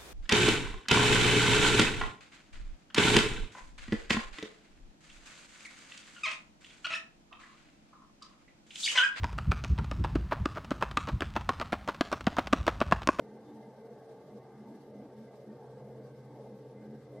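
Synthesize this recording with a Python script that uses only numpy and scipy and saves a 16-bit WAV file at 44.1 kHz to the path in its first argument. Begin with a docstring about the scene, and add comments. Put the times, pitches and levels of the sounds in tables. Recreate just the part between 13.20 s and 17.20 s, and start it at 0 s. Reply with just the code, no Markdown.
"""A steady rush of air with thin whines in it: a fan and a motor running in a small room.
The air rings in the fan housing and the room, over a wide hiss and a faint fuzzy whistle.
Two low motor hums beat against each other and a boomy resonance surges. A steel bar is turned
over an open tool case, and twice its head slides and the steel sings faintly.
Halfway through, the microphone moves down towards the case and the hum grows stronger."""
import sys
import numpy as np
from scipy import signal
from scipy.fft import rfft, irfft
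from scipy.io import wavfile
from scipy.ndimage import uniform_filter1d

SR = 44100
rng = np.random.default_rng(int(sys.argv[2]) if len(sys.argv) > 2 else 0)


def store_wav(level_fs):
    """Save 16-bit WAV to argv[1]."""
    pcm = np.round(np.clip(np.atleast_2d(level_fs), -1, 1) * 32767)
    wavfile.write(sys.argv[1], SR, pcm.T.astype(np.int16))


N = 176400
TIME = np.arange(N) / SR


def amp(db):
    """Decibels to gain."""
    return 10 ** (np.asarray(db) / 20)


def unit_rms(x):
    """Scales a signal to rms 1."""
    return x / np.sqrt(np.mean(abs(x) ** 2) + 1e-20)


def follow(curve, times=TIME):
    """Plays an automation curve in straight ramps."""
    return np.interp(times, *np.transpose(curve))


def wander(rate_hz):
    """Smooth random modulation, rms 1."""
    hz = np.fft.rfftfreq(N, 1 / SR)
    lowpass = np.exp(-(hz / rate_hz) ** 2) * (hz > 0)
    return unit_rms(irfft(rfft(rng.standard_normal(N)) * lowpass, N))


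def patches(shape, bins, frames):
    """Random blotches over frequency and time, rms 1."""
    smeared = uniform_filter1d(rng.standard_normal(shape), bins, axis=0)
    return unit_rms(uniform_filter1d(smeared, frames, axis=1))


def noise(spectrum):
    """Steady noise shaped by an EQ curve on a log-frequency axis."""
    hz = np.fft.rfftfreq(N, 1 / SR)
    curve_hz, curve_db = np.transpose(spectrum)
    density_db = np.interp(np.log(hz + 1), np.log(curve_hz), curve_db)
    return irfft(rfft(rng.standard_normal(N)) * amp(density_db), N) * np.sqrt(SR / 2)


def ringing(hz, width_hz):
    """Noise ringing in one resonance, as a complex signal of rms 1."""
    band = np.exp(-((np.fft.fftfreq(N, 1 / SR) - hz) / width_hz) ** 2)
    return unit_rms(np.fft.ifft(np.fft.fft(rng.standard_normal(N)) * band))


def held_ring(hz, width_hz, compression=0.66):
    """A resonance whose pitch wanders freely while its level is compressed, rms 1."""
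    ring = ringing(hz, width_hz)
    return unit_rms((ring / (abs(ring) + 0.2) ** compression).real)


def swells(table, width_hz):
    """Each row fades one resonance in and out on a bell curve."""
    return sum(held_ring(hz, width_hz) * amp(db) * np.exp(-(2 * (TIME - peak_s) / length_s) ** 2)
               for peak_s, length_s, hz, db in table)


# Tone of the hiss bed: frequency_hz, density_db_per_hz
HISS_SPECTRUM = [(40, -112), (120, -100), (450, -99), (870, -104), (1000, -112), (1400, -117), (2400, -116),
                 (4000, -113.5), (5500, -114), (7200, -121), (8000, -118.5), (10300, -122.7),
                 (11500, -121.2), (13000, -121.7)]


def hiss(flicker_db=2.2, flutter_db=1.47):
    """A wide bed of hiss, separate noise on each side; the level flutters and the treble flickers."""
    framing = dict(fs=SR, nperseg=1024, noverlap=768)
    hz, _, bands = signal.stft([noise(HISS_SPECTRUM), noise(HISS_SPECTRUM)], **framing)
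    depth_db = flicker_db * (hz / 10000)[:, None]
    flicker = amp(depth_db * patches(bands.shape[1:], bins=18, frames=6))
    bed = signal.istft(bands * flicker, **framing)[1][:, :N]
    return bed * amp(flutter_db * wander(rate_hz=25))


# Fader ride of the whistle: time_s, gain_db
WHISTLE_RIDE = [(0, -3), (.07, 9), (.2, 4), (.28, -9), (.46, 6.5), (.55, -4), (.63, 5), (.75, -2),
                (.85, -3), (1.32, 0), (1.72, -2.5), (1.78, 9), (1.88, -14), (2.1, 10), (2.22, 1.5),
                (2.52, -12), (2.64, -1.5), (3.34, 0.5), (3.5, -8), (3.59, 8), (3.74, -1), (3.99, 3)]


def whistle(base_db=-82.5, flutter_db=2, waver_hz=14):
    """A faint fuzzy whistle that wavers in pitch and comes and goes in short flutters."""
    level_db = base_db + follow(WHISTLE_RIDE) + flutter_db * wander(rate_hz=11)
    vibrato = np.exp(2j * np.pi * np.cumsum(waver_hz * wander(rate_hz=20)) / SR)
    return unit_rms((ringing(hz=2050, width_hz=29) * vibrato).real) * amp(level_db)


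# Slides of the head along the bar: peak_s, length_s, pitch_hz, level_db
HEAD_SLIDES = [(.29, 0.075, 3580, -79), (2.845, 0.053, 4710, -82)]


def steel_bar():
    """The head slides on the bar and the steel sings faintly."""
    return swells(HEAD_SLIDES, width_hz=120)


# Surges in the low mids: peak_s, length_s, pitch_hz, level_db
DRONE_SURGES = [(.64, 0.049, 450, -52.5), (.72, 0.041, 470, -51), (.7, 0.16, 704, -61.5),
                (1.175, 0.047, 470, -49.5), (1.52, .08, 236, -49.5), (1.54, .07, 300, -55.5),
                (1.85, 0.076, 286, -51), (1.855, 0.016, 455, -49), (3.95, 0.058, 427, -53)]


def surges():
    """The drone and rumble well up briefly in narrow bands."""
    return swells(DRONE_SURGES, width_hz=36)


# Fader ride of the boom: time_s, level_db
BOOM_RIDE = [(0.0, -63.5), (0.09, -57), (0.28, -61), (0.35, -54), (0.41, -51.5), (0.44, -85), (0.48, -48.5),
             (0.53, -89), (0.59, -49.5), (0.67, -74), (0.72, -52), (0.79, -72), (1.02, -79), (1.16, -49),
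             (1.2, -67), (1.38, -58), (1.41, -50), (1.59, -53.5), (1.63, -63), (1.79, -48.5), (1.89, -66),
             (2.02, -48), (2.1, -64.5), (2.19, -70), (2.31, -50), (2.38, -75), (2.45, -54), (2.48, -72.5),
             (2.67, -49), (2.76, -59.5), (3.17, -62.5), (3.34, -49.5), (3.46, -74), (3.54, -58.5),
             (3.73, -48), (3.88, -69.5), (4.0, -54)]


def boom():
    """A narrow low resonance that surges and sinks."""
    return held_ring(hz=213.8, width_hz=11.6) * amp(follow(BOOM_RIDE))


# Tone of the fan's air before the sway: frequency_hz, density_db_per_hz
AIR_SPECTRUM = [(20, -114), (42, -112), (60, -101), (95, -95.5), (120, -87.5), (140, -77), (160, -93.5),
                (190, -83.5), (240, -86.5), (280, -82.5), (330, -87.5), (370, -81), (430, -80.5),
                (480, -77.5), (540, -83.5), (600, -83), (680, -88), (900, -87), (990, -103), (1080, -97),
                (1200, -99), (1320, -106), (1450, -106), (1620, -103), (1720, -108), (1830, -106),
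                (1930, -112), (2130, -107.5), (2230, -111), (2450, -118), (3700, -118), (6000, -128),
                (13000, -142)]
# Air resonances of the fan housing and the room, before the sway: pitch_hz, width_hz, level_db
AIR_RESONANCES = [(256.2, 5.6, -71), (296.4, 11, -65.5), (427.8, 10, -63), (1092, 5.8, -84),
                  (1590, 28, -85), (1840, 12, -91)]
# Bands of the rush (bass, still, low, drone, middle, upper, top, still): centre_hz
BAND_CENTRES = [70, 170, 300, 450, 580, 800, 1300, 2600]
# Slow sway of each moving band: time_s, gain_db
BASS_RIDE = [(0, 0), (.75, -10), (.95, 1), (1.52, -6), (1.72, 7), (2.15, -4), (2.6, 3)]
LOW_RIDE = [(0, 1), (.42, 3.5), (.56, -5), (.7, -5), (.95, -1.5), (1.28, -3), (1.85, 5), (1.98, 0),
            (2.16, -8), (2.3, 5.5), (2.58, -7), (2.75, 0.5), (2.95, -3.5), (3.16, 6.5), (3.34, -2),
            (3.47, -1.5), (3.72, 9.5), (3.84, -7), (4, 2.5)]
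DRONE_RIDE = [(0, 1), (.42, -8), (.7, 4), (.84, -5.5), (2.1, 0.5), (2.4, 1), (3.2, -3), (3.45, 2),
              (3.85, -7.5)]
MIDDLE_RIDE = [(0, 1), (.3, 1), (.7, -0.5), (1.2, 3), (1.35, -13), (1.48, -0.5), (1.6, -9), (1.72, 10),
               (1.86, -3), (1.94, 2), (2.1, 2.5), (2.24, 3.5), (2.6, 0), (2.9, 4.5), (3.05, -7), (3.2, 3),
               (3.32, -1.5), (3.72, 0), (3.84, -9), (3.98, 10.5)]
UPPER_RIDE = [(0, -5), (.5, 6), (.6, -1.5), (.92, 2), (1.04, -3.5), (1.34, 3), (1.68, 0.5), (1.78, -3),
              (1.88, 4.5), (2.04, -14), (2.14, 1), (2.3, -7), (2.48, 2.5), (2.86, 1), (2.98, -8),
              (3.08, 4.5), (3.2, 5), (3.4, -0.5), (3.8, -5.5), (3.96, -0.5)]
TOP_RIDE = [(0, 2), (.3, -1), (.78, 3), (.92, 0.5), (1.24, -3), (1.36, 4), (1.48, -2), (2.1, -1),
            (2.48, 2.5), (2.7, 1.5), (3.5, -5), (3.66, 0)]


def fan(patch_db=2.13, flutter_db=1):
    """Turbulent air rings the housing and the room; its bands sway and the whole rush flutters."""
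    air = noise(AIR_SPECTRUM)
    air += sum(amp(db) * unit_rms(ringing(hz, width).real) for hz, width, db in AIR_RESONANCES)
    framing = dict(fs=SR, nperseg=2048, noverlap=1536)
    hz, times, bands = signal.stft(air, **framing)
    rides = (BASS_RIDE, LOW_RIDE, DRONE_RIDE, MIDDLE_RIDE, UPPER_RIDE, TOP_RIDE)
    frame_gains = zip(*(follow(ride, times) for ride in rides))
    sway_db = np.transpose([np.interp(hz, BAND_CENTRES, [bass, 0, *higher, 0])
                            for bass, *higher in frame_gains])
    turbulence_db = patch_db * patches(bands.shape, bins=7, frames=9)
    rush = signal.istft(bands * amp(sway_db + turbulence_db), **framing)[1][:N]
    return rush * amp(flutter_db * wander(rate_hz=29))


def tone(hz, db, drift_hz, waver_db):
    """A sine that wavers slowly in pitch and level."""
    cycles = np.cumsum(hz + drift_hz * wander(rate_hz=3)) / SR
    envelope = np.sqrt(2) * amp(db + waver_db * wander(rate_hz=4))
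    return envelope * np.sin(2 * np.pi * cycles)


# Whines of the running machines: pitch_hz, level_db
MOTOR_WHINES = [(64.2, -87.5), (176.1, -82.5), (200.1, -79.5), (352.3, -71.5), (411, -72.5), (451.2, -62),
                (704.6, -78.5), (902.5, -76.5), (1203.8, -86.5), (1353.7, -91), (1547.8, -86),
                (1644.1, -87.5)]


def motor_whines():
    """The motors hold a set of thin tones, each wavering on its own."""
    return sum(tone(hz, db, drift_hz=0.48, waver_db=3.5) for hz, db in MOTOR_WHINES)


# Hums of the running machines: pitch_hz, far_level_db, near_level_db, drift_hz
MOTOR_HUMS = [(128.46, -68, -53.5, .2), (142.5, -73.5, -60, 0.32), (248.8, -75.5, -78, 0.84),
              (473.7, -70, -62, 0.32), (513, -76, -58, 1.15), (552, -83, -65.5, 0.49)]
# Microphone move towards the case: time_s, closeness (0 far, 1 near)
MIC_MOVE = [(0, 0), (.48, 0.4), (.8, -.0), (1.4, 0.23), (2.1, 0.38), (2.6, 0.85), (3.1, 0.7), (4, 0.88)]


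def motor_hums():
    """The two lowest hums beat together; all but one swell as the microphone nears the case."""
    closeness = follow(MIC_MOVE)
    return sum(tone(hz, far_db + (near_db - far_db) * closeness, drift_hz, waver_db=1.6)
               for hz, far_db, near_db, drift_hz in MOTOR_HUMS)


def scene():
    """The machines and the bar sit in the centre; the hiss is wide."""
    centre = fan() + boom() + surges() + whistle() + motor_whines() + motor_hums() + steel_bar()
    return centre + hiss()


def record(dry, cutoff_hz=13120):
    """A steep low-pass takes the very top off the mix."""
    lowpass = signal.firwin(801, cutoff_hz, window=("kaiser", 9), fs=SR)
    return signal.oaconvolve(dry, lowpass[None], "same")


dry = scene()
out = record(dry)
store_wav(out)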